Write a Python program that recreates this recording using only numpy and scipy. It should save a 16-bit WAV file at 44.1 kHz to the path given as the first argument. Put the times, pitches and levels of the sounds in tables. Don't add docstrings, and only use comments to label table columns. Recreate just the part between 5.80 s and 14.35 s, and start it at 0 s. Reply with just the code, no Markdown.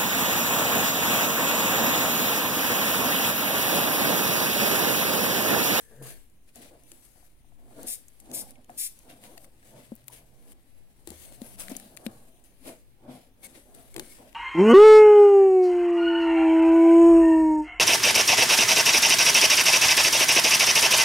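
import sys
import numpy as np
from scipy import signal
from scipy.fft import rfft, irfft, next_fast_len
from scipy.io import wavfile
from scipy.ndimage import uniform_filter1d, map_coordinates

SR = 44100
rng = np.random.default_rng(int(sys.argv[2]) if len(sys.argv) > 2 else 0)


def nominal_scale(level):
    x = np.asarray(level, float) / 20
    return 10 ** x


def persist_wave(psi):
    counts = np.round(np.clip(psi, -1, 1) * 32767).astype(np.int16)
    wavfile.write(sys.argv[1], SR, np.atleast_2d(counts).T)


N = 376989


def unit(x):
    return x / np.sqrt(np.mean(x ** 2) + 1e-20)


def along(points, hz):
    f, v = np.transpose(points)
    return np.interp(np.log(hz + 1), np.log(f + 1), v)


def curves(rows):
    s, *cols = np.transpose(rows)
    return [np.interp(np.arange(N) / SR, s, c) for c in cols]


def wobble(rate):
    rate = np.clip(rate, .1, 400)
    knots = rng.standard_normal(int(N * 400 / SR) + 4)
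    return map_coordinates(knots, [np.arange(N) * rate / SR])


def filtered(x, response):
    m = next_fast_len(N + SR // 2)
    return irfft(rfft(x, m) * response(np.fft.rfftfreq(m, 1 / SR)), m)[..., :N]


def resonance(hz, centre_hz, width_hz):
    damping = 1j * hz * width_hz
    return (damping / (centre_hz ** 2 - hz ** 2 + damping)) ** 2


def band(centre_hz, width_hz):
    return unit(filtered(rng.standard_normal(N), lambda hz: resonance(hz, centre_hz, width_hz)))


def lagged(x, lag_ms):
    ears = np.array([[1], [-1]])
    return filtered(x, lambda hz: np.exp(-1j * np.pi * hz * lag_ms / 1000 * ears))


def sides(pan_db):
    return nominal_scale(np.array([pan_db / 2, -pan_db / 2]))


def grains(spread_db):
    sizes = np.minimum(rng.exponential(size=N), 4.5)
    return rng.standard_normal((2, N)) * nominal_scale(spread_db * sizes)


def mottled(pair, patchy_db, size):
    z = signal.stft(pair, nperseg=1024)[2]
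    field = uniform_filter1d(rng.standard_normal(z.shape[1:]), size, axis=0)
    field = uniform_filter1d(field, size=12, axis=1)
    return signal.istft(z * nominal_scale(patchy_db * unit(field)), nperseg=1024)[1][:, :N]


def rush(pair, spectrum, alike):
    def response(hz):
        turn = np.arccos(np.clip(along(alike, hz), -1, 1)) / 2
        return nominal_scale(along(spectrum, hz)) * [np.cos(turn), np.sin(turn)]

    mid, side = filtered(pair, response)
    both = np.array([mid + side, mid - side])
    return both / np.std(both) * np.sqrt(2 / (1 + np.corrcoef(both)[0, 1]))


def swells(rows, floor_db):
    ms = np.arange(0, N / SR + .001, .001)
    s, db, swell, fade = (c[:, None] for c in np.transpose(rows))
    rising = (s - ms) / np.maximum(swell, .004)
    falling = (ms - s) / np.maximum(fade, .004)
    level_db = db - 20 * np.maximum(rising, falling)
    power = np.sum(nominal_scale(level_db) ** 2, axis=0) + nominal_scale(floor_db) ** 2
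    return np.interp(np.arange(N) / SR, ms, np.sqrt(power))


def hair():
    # [peak_s, peak_db, swell_20db_s, fade_20db_s, scrape_over_hiss_db]
    pulls = [(0, -54.5, .1, 0.14, -36), (.225, -51.5, -0.04, 0.21, -8), (.285, -47, 0.08, 0.13, -8.5),
             (.82, -55.5, 0.02, 0.19, -2), (1.48, -67, 1.6, 0, -31), (2.02, -53.5, 0.14, 0.23, -6.5),
             (3.3, -53.5, 0.02, 0.07, 0), (3.45, -56, 0.1, 0.2, -6), (3.654, -58, 0.23, 0, -24),
             (3.87, -61, 0.1, 0.23, -8), (4.0, -62.5, 0.14, 0.31, -0.5), (4.33, -52.5, 0.03, 0.12, -5),
             (5.46, -55.5, 0.38, -0.36, -9.5), (5.76, -54, 0.36, 0, -19), (5.9, -51.5, 0, 0.25, -4.5),
             (6.88, -49, 0.0555, 0.11, -5), (7.3, -64, 0.04, 0.14, 5), (7.358, -60, 0.13, 0.14, -1),
             (7.632, -54, -0.02, .2, -5), (7.652, -46, 0.03, 0.02, -13), (7.67, -49.5, 0.05, 0, -9.5),
             (7.755, -57, 0.04, 0.1, -0.5), (7.945, -59, -0.12, 0.17, -4), (8.13, -60, 0.33, -0.4, -8),
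             (8.21, -60, 0.1, 0.8, -1.5), (8.32, -55, 0.35, 0.12, -25.5)]
    # [peak_s, peak_db, fade_20db_s, scrape_over_hiss_db]
    catches = [
        (0.691, -66, 0.03, 1),
        (.762, -55.5, 0.15, -4),
        (2.415, -84, 12, 8),
        (2.898, -63, 1.3, -12.5),
        (5.28, -55.5, 0.88, -5.5),
        (5.804, -39, 0.0867, -12.5),
        (6.26, -48, -0.01, -33),
        (8.528, -63, -9.5, -4),
    ]
    # [peak_s, peak_db, swell_20db_s, fade_20db_s]
    slides = [(.16, -65.5, 0.3, 0.1), (1.13, -62.5, 0.27, 0.67), (1.96, -70.5, 0.7, -23),
              (2.5, -59, -1.4, 0.4), (2.719, -60.5, 1, -0.47), (3.17, -65.5, -2.5, 0.6), (4.6, -72, 5, 0.1),
              (4.732, -59.5, 0.2, -0.07), (5.0, -71.5, 1, -2), (5.2, -79, 7, -2), (5.612, -62, -8.5, 1.6),
              (6.068, -64.5, -3.3, 0.86), (6.312, -63.5, -0.2, 0.53), (6.484, -64, 0, 0.02),
              (6.645, -62, 0, 0.1), (6.85, -61, 0.12, 0.28), (8.03, -66.5, 0.8, -3.5)]
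    # [freq_hz, density_db_per_hz]
    hiss_spectrum = [(2940, -7.5), (5000, -6.5), (5400, -9.5), (6160, -6), (6890, -5.5), (8460, -1),
                     (10900, 1.5), (13800, -8.5), (16000, -11)]
    # [freq_hz, density_db_per_hz]
    scrape_spectrum = [(590, 0.5), (1000, -14.5), (1680, -1), (1840, 0.5), (2180, 2), (2550, -1), (2790, 0),
                       (3600, -1.5), (6000, -8.5), (7800, -16.5), (13200, -120)]
    hands = [(0, 1), (.55, 1), (.65, 0), (1.03, 0), (1.08, 1), (1.6, 1), (1.7, 0), (6.5, 0), (6.6, 1),
             (7.5, 1), (7.56, 0)]
    # [time_s, left_over_right_db]
    head = [(0, 4), (1.3, 8), (1.9, 4.5), (2.4, 2), (3.87, 7.5), (5.2, 5), (5.55, 10.5), (5.85, 6),
            (6.2, 6), (6.4, 3.5), (6.7, 7.5), (7.2, 1.5), (7.62, 7.5), (8.3, 7)]
    catch_rise_s, slide_scrape_db, idle_db = 0.026, -9.5, -88

    strokes = pulls + [(s, db, catch_rise_s, fade, scrape_db) for s, db, fade, scrape_db in catches]
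    strokes += [(*row, slide_scrape_db) for row in slides]
    fine = swells([row[:-1] for row in strokes], idle_db)
    coarse_rows = [(s, db + scrape_db, swell, fade) for s, db, swell, fade, scrape_db in strokes]
    coarse = swells(coarse_rows, idle_db + 0.5)
    clumps = 1.3 * wobble(35) + 0.82 * wobble(150)
    hiss = rush(mottled(grains(spread_db=2.5), patchy_db=1.84, size=14), hiss_spectrum, [(5000, 0.15)])
    scrape = rush(mottled(grains(spread_db=4.5), patchy_db=2.0, size=4), scrape_spectrum, [(1000, 0.19)])
    both = nominal_scale(-0.06 + clumps) * (fine * hiss + coarse * nominal_scale(0.77 * wobble(20)) * scrape)
    far = curves(hands)[0]
    placed = np.sqrt(far) * lagged(both, lag_ms=0.426) + np.sqrt(1 - far) * lagged(both, lag_ms=-0.222)
    return placed * sides(curves(head)[0] - 3.5)


def flicks():
    # [start_s, peak_db]
    strands = [(4.051, -50), (4.1535, -36), (4.163, -41), (4.2715, -47), (4.277, -45), (4.282, -29),
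               (4.2915, -49), (4.308, -44), (4.33, -46), (5.868, -46), (6.217, -48), (2.7075, -40),
               (2.9775, -38)]
    decay_ms = 0.66
    out, t = np.zeros(N + SR), np.arange(SR // 200) / SR
    for s, db in strands:
        burst = rng.standard_normal(len(t)) * np.exp(-t * 1000 / decay_ms)
        out[round(s * SR):][:len(t)] += nominal_scale(db + 7) * burst / np.abs(burst).max()
    bright = filtered(out[:N], lambda hz: resonance(hz, centre_hz=12900, width_hz=7500))
    return lagged(bright, lag_ms=-.2) * sides(np.array([5.]))


def spray():
    # [open_s, shut_s, first_db, last_db]
    puffs = [
        (2.071, 2.153, -34, -35),
        (2.537, 2.622, -33.5, -37),
        (2.981, 3.077, -31.5, -33.5),
    ]
    # [freq_hz, density_db_per_hz]
    mist_spectrum = [(710, -62), (1200, -37), (2250, -17), (3080, -20.5), (3550, -13.5), (4550, -17),
                     (5130, -10.5), (6370, -12.5), (9110, -3.5), (11200, -2.5), (12200, -7.5),
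                     (15200, -9.5), (16000, -44)]
    open_ms, shut_ms = 3.6, 5.1
    t, flow = np.arange(N) / SR, np.zeros(N)
    for opens, shuts, first_db, last_db in puffs:
        opening = 1 + np.tanh((t - opens) * 500 / open_ms)
        shutting = 1 + np.tanh((shuts - t) * 500 / shut_ms)
        flow += opening * shutting / 4 * nominal_scale(np.interp(t, [opens, shuts], [first_db, last_db]))
    mist = rush(grains(spread_db=1.7), mist_spectrum, [(1000, 0.87), (9000, 0.68)])
    return lagged(flow * nominal_scale(0.72 * wobble(140)) * mist, lag_ms=.12) * sides(np.array([1.5]))


def clicks():
    # [start_s, peak_db, low_part_db, length_ms]
    trigger = [
        (2.031, -27, -36.5, 3.2),
        (2.2826, -37, -27, 9.4),
        (2.4005, -41.5, -21, 15),
        (2.515, -31.5, -15, 4.9),
        (2.708, -36.5, -28, 3),
        (2.845, -44, -13, 3.4),
        (2.902, -40.5, -15, 3.2),
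        (3.1897, -40, -27, 6),
    ]
    # [start_s, peak_db, low_part_db, left_over_right_db]
    taps = [(1.1173, -37.5, -11.5, 7.5), (3.5777, -39, -5.5, 9.5), (4.2814, -41, -8, 20),
            (5.273, -32, -9.5, 11), (5.3036, -37.5, -13.5, 22.5), (5.966, -27.5, -42, 17.5),
            (5.9986, -33.5, -14, 6), (6.172, -33, -5.5, 8.5), (6.2646, -33.5, -3.5, 14),
            (8.1422, -38, -12, 12), (8.1633, -26.5, -7.5, 9), (8.1808, -32.5, -5.5, 4),
            (8.1958, -22, -6.5, 6)]
    # [start_s, peak_db, low_part_db, left_over_right_db]
    tangles = [(0.682, -56, -16, 11), (0.758, -38, -20, 17), (1.036, -43, -26, -1), (3.438, -40, -1.5, 2),
               (3.6444, -42, -8.5, 6), (4.163, -43, -25, 10.5), (4.242, -48.5, -11, 11),
               (4.3027, -47, -15, 8), (4.7202, -46.5, -11, 21.5), (5.2906, -36, -21, 5),
               (5.3184, -42, -21, 5), (5.5242, -43.5, -10, 11), (5.6178, -38.5, -11.5, 18),
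               (5.7977, -31, -17, 11), (5.883, -39.5, 4, 14.5), (5.896, -33, -24, 8),
               (5.918, -32.5, -23, 16), (6.167, -34.5, -28.5, 12.5), (6.64, -49.5, -29, 12),
               (.235, -39, -20, 0), (.499, -50, -25, 6), (4.321, -46, -14, 8), (5.788, -42, -6, 10),
               (5.952, -45, -1, 10), (6.149, -49, -15, 7), (7.9489, -38, -22.5, 16.5), (8.529, -49, -3, 13)]
    tap_ms, tangle_ms, trigger_pan_db = 7.1, 3.1, 5

    rows = [(*row, tap_ms) for row in taps] + [(*row, tangle_ms) for row in tangles]
    rows += [(s, db, low_db, trigger_pan_db, ms) for s, db, low_db, ms in trigger]
    bright, low = np.zeros((2, N + SR)), np.zeros((2, N + SR))
    t = np.arange(SR // 40) / SR
    for s, db, low_db, pan_db, ms in rows:
        burst = rng.standard_normal(len(t)) * np.exp(-t * 1000 / max(ms / 3, .1))
        burst *= nominal_scale(db) / np.abs(burst).max()
        for ear, shift in enumerate((0, rng.integers(3, 15))):
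            start = round(s * SR) + shift
            bright[ear, start:start + len(t)] += sides(pan_db - 0.5)[ear] * burst
            low[ear, start:start + len(t)] += sides(pan_db + 0.5)[ear] * nominal_scale(low_db) * burst

    def hollow(hz):
        upper = resonance(hz, centre_hz=4130, width_hz=2020)
        return resonance(hz, centre_hz=2210, width_hz=2500) - 0.67 * upper

    snap = filtered(bright[:, :N], lambda hz: resonance(hz, centre_hz=8670, width_hz=5900))
    tock = filtered(low[:, :N], hollow)
    return nominal_scale(7) * snap + nominal_scale(14.5) * tock


def bedding():
    # [peak_s, peak_db, swell_20db_s, fade_20db_s]
    leans = [(.215, -43.5, -0.15, 0.15), (1.12, -63, -0.1, 0.43), (1.37, -63.5, 0, 0.15),
             (1.995, -41, 0.0463, 0.14), (1.93, -53.5, 0.18, 0.03), (2.51, -44, 0.09, 0.31),
             (2.64, -50, 0.24, -0.06), (3.29, -49, 0.09, 0.2), (3.45, -49.5, .08, 0.33),
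             (3.99, -47, 0.19, 0.08), (4.15, -62.5, 0.6, 0.16), (4.728, -57.5, 0.27, 0.1),
             (5.65, -54.5, 0.53, 0.47), (6.006, -54.5, 0.6, 0.42), (6.24, -56.5, 1.36, 0.78),
             (6.3, -49, 0.22, 0.22), (6.866, -40, 0.0256, 0.0949), (7.294, -44.5, 0.09, .16),
             (7.654, -56, 0.1, 0.24), (7.772, -53.5, 0.15, .035), (8.0, -52, 0.25, 0.24),
             (8.225, -44, 0.06, -0.07), (8.43, -44, -0.2, -0.12), (8.549, -51, -0.77, -8.5)]
    # [peak_s, peak_db, fade_20db_s]
    shoves = [(0.112, -55, 0.22), (.68, -64, 0), (0.761, -49.5, 0.28), (.91, -52.5, 0.19),
              (2.892, -48, 0.17), (4.276, -58.5, 0.74), (5.278, -49.5, 0.17), (5.522, -48, -0.4),
              (5.794, -46, 0), (5.899, -47, 0.07), (8.151, -44.5, 0.23), (8.388, -48.5, 0.25)]
    # [start_s, peak_db, pitch_hz, t60_s]
    bumps = [(1.116, -51, 334, 0.11), (1.357, -56.5, 716, 0.071), (1.427, -54.5, 705, .05),
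             (1.644, -57.5, 700, 0.034), (1.72, -56, 685, 0.05), (1.79, -58.5, 700, .04),
             (1.881, -54, 694, 0.058), (1.908, -53, 700, .04), (2.042, -34.5, 302, 0.025),
             (2.399, -56, 2000, 0.036), (2.755, -51, 2170, 0.04), (3.2035, -55, 1950, .02),
             (3.827, -54, 1680, 0.053), (5.675, -56, 2050, .03), (7.985, -55, 2170, 0.028),
             (2.8945, -38, 713, 0.074), (3.574, -43, 654, 0.046), (4.119, -27.5, 222, 0.058),
             (5.273, -35, 331, 0.065), (5.304, -36.5, 197, 0.036), (5.318, -36, 326, 0.031),
             (5.617, -28, 226, 0.048), (5.914, -28, 265, 0.056), (5.956, -37, 256, 0.054),
             (6.264, -22.5, 220, 0.059), (6.856, -49, 260, 0.14), (7.284, -40.5, 253, 0.27),
             (8.161, -31, 340, 0.05), (8.179, -30, 337, 0.042), (8.195, -32, 339, 0.063)]
    # [freq_hz, density_db_per_hz]
    pillow = [(47, -52), (80, -22), (125, -3), (167, -11), (254, 1), (292, -6), (324, -4), (434, -9),
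              (477, -5.5), (595, -5.5), (692, -5.5), (1300, -23), (1690, -22), (2860, -120)]
    # [freq_hz, coherence_ratio]
    pillow_alike = [(100, 0.98), (300, 1), (650, 0.54), (1300, 0)]
    shove_rise_s, restless_db = 0.0086, -82

    cloth = mottled(grains(spread_db=1.5), patchy_db=3.0, size=2)
    weight = swells(leans + [(s, db, shove_rise_s, fade) for s, db, fade in shoves], restless_db)
    rub = weight * nominal_scale(-2.5 + 1.8 * wobble(40)) * rush(cloth, pillow, pillow_alike)
    knock, t = np.zeros(N + SR), np.arange(SR // 5) / SR
    for s, db, hz, t60 in bumps:
        phase = 2 * np.pi * hz * (t + 0.0013 * (1 - np.exp(-t / 0.0012)))
        ring = np.sin(phase) + 0.36 * nominal_scale(-60 * t / 0.063) * np.sin(2.4 * phase)
        decay = nominal_scale(db - 1.0 - 60 * (t / max(t60, .01)) ** 1.21)
        knock[round(s * SR):][:len(t)] -= decay * ring * (1 - np.exp(-t / 0.0009))
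    return rub + lagged(knock[:N], lag_ms=-0.29) * sides(np.array([4.]))


def pillowcase():
    # [start_s, stop_s, level_db, upper_bands_db]
    drags = [
        (5.3, 5.57, -73.5, 2),
        (7.628, 7.675, -59, -4),
        (8.137, 8.15, -59, -10),
        (8.21, 8.33, -65, -8),
    ]
    # [centre_hz, width_hz, level_db]
    case = [(1590, 120, -10), (2200, 150, 0), (4280, 200, -1), (6380, 200, -5), (8280, 400, 4)]
    # [peak_s, peak_db, swell_20db_s, fade_20db_s, pitch_hz]
    groans = [(.225, -49, 0.1, 0.12, 134), (.235, -51, 0.2, 0.09, 474), (.268, -52.5, 0.03, .025, 1130),
              (.3, -61, 0.5, 0.12, 1690), (2.03, -47.5, 0.15, -0.08, 271), (2.49, -51.5, -0.22, 0.08, 260),
              (6.868, -46.5, 0.06, 0.09, 275), (6.88, -54.5, -0.5, 0.13, 495), (6.88, -54, -0.5, 0, 129),
              (7.29, -51, .02, 0.02, 250), (7.31, -51.5, .05, 0.13, 727), (5.29, -54.5, .02, 0.2, 76),
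              (5.93, -50.5, 0.33, 0.17, 199.5), (4.3, -63.5, -0.08, .1, 960)]
    edge_ms, groan_q = 4.7, 6.6

    t = np.arange(N) / SR
    bands = [nominal_scale(db + 2.6 * wobble(18)) * band(hz, width) for hz, width, db in case]
    low, upper = sum(bands[:2]), sum(bands[2:])
    cloth = np.zeros(N)
    for starts, stops, db, upper_db in drags:
        onset = (1 + np.tanh((t - starts) * 1000 / edge_ms)) / 2
        offset = (1 + np.tanh((stops - t) * 1000 / edge_ms)) / 2
        cloth += onset * offset * nominal_scale(db) * (low + nominal_scale(upper_db) * upper)
    groan = sum(swells([row[:-1]], -120) * band(row[-1], row[-1] / groan_q) for row in groans)
    return (cloth + groan) * sides(np.array([4.]))


def room(x):
    # [freq_hz, t60_s]
    t60_points = [(200, 0.61), (2000, 0.31), (10000, 0.27), (16000, 0.23)]
    hz, t, z = signal.stft(rng.standard_normal((2, SR // 2)), SR, nperseg=256)
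    decay = nominal_scale(-60 * t / along(t60_points, hz)[:, None])
    tail = signal.istft(z * decay, SR, nperseg=256)[1]
    late = np.pad(x, ((0, 0), (200, 0)))
    return signal.fftconvolve(late, tail / np.linalg.norm(tail[0]), axes=1)[:, :N]


def drone():
    # [time_s, level_db]
    machine = [(0.0, -79), (1.07, -72), (2.78, -74.5), (2.93, -82), (3.43, -69), (4.24, -59.5), (4.81, -76),
               (5.74, -64), (6.05, -83), (7.05, -67.5), (8.55, -86)]
    spectrum = [(95, -52), (118, -2.0), (130, 0.5), (142, -14.5), (165, -47.5)]
    note = rush(rng.standard_normal((2, N)), spectrum, [(130, 0.92)])
    return nominal_scale(curves(machine)[0] - 2.5) * note


def quiet():
    # [freq_hz, density_db_per_hz]
    tone_spectrum = [(12, -11), (20, 3.5), (62, -3.5), (134, -12), (172, -15), (255, -11.5), (513, -23.5),
                     (718, -26), (1400, -31.5), (2200, -29.5), (5680, -40), (10500, -45.5), (14700, -36),
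                     (16000, -36)]
    # [freq_hz, coherence_ratio]
    tone_alike = [(20, 0.52), (60, 0.49), (150, 0.7), (600, 0.59), (1500, 0)]
    tone = nominal_scale(-63 + 0.25 * wobble(2.75)) * rush(rng.standard_normal((2, N)), tone_spectrum, tone_alike)
    return tone + nominal_scale(-54.5) * np.array([wobble(6), wobble(6.5)])


def scene():
    sheet_hz = 2320
    mist, ticks = spray(), clicks()
    bounced = filtered(mist, lambda hz: 1 + 0.13 * np.exp(-2j * np.pi * hz / sheet_hz))
    walls = room(nominal_scale(-11.0) * mist + nominal_scale(-22.0) * ticks)
    contacts = hair() + flicks() + bedding() + pillowcase()
    return bounced + ticks + walls + contacts + drone() + quiet()


def top_cut(x):
    return signal.sosfilt(signal.butter(12, 16660, fs=SR, output="sos"), x)


def record(dry):
    # [freq_hz, left_over_right_db]
    port_balance = [(100, 1), (1300, 0.5), (4000, -0.5), (15000, 6.5)]
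    top_hz = 15900
    ports = filtered(dry, lambda hz: sides(along(port_balance, hz)) * (hz < top_hz))
    return top_cut(ports)


dry = scene()
out = record(dry)
persist_wave(out)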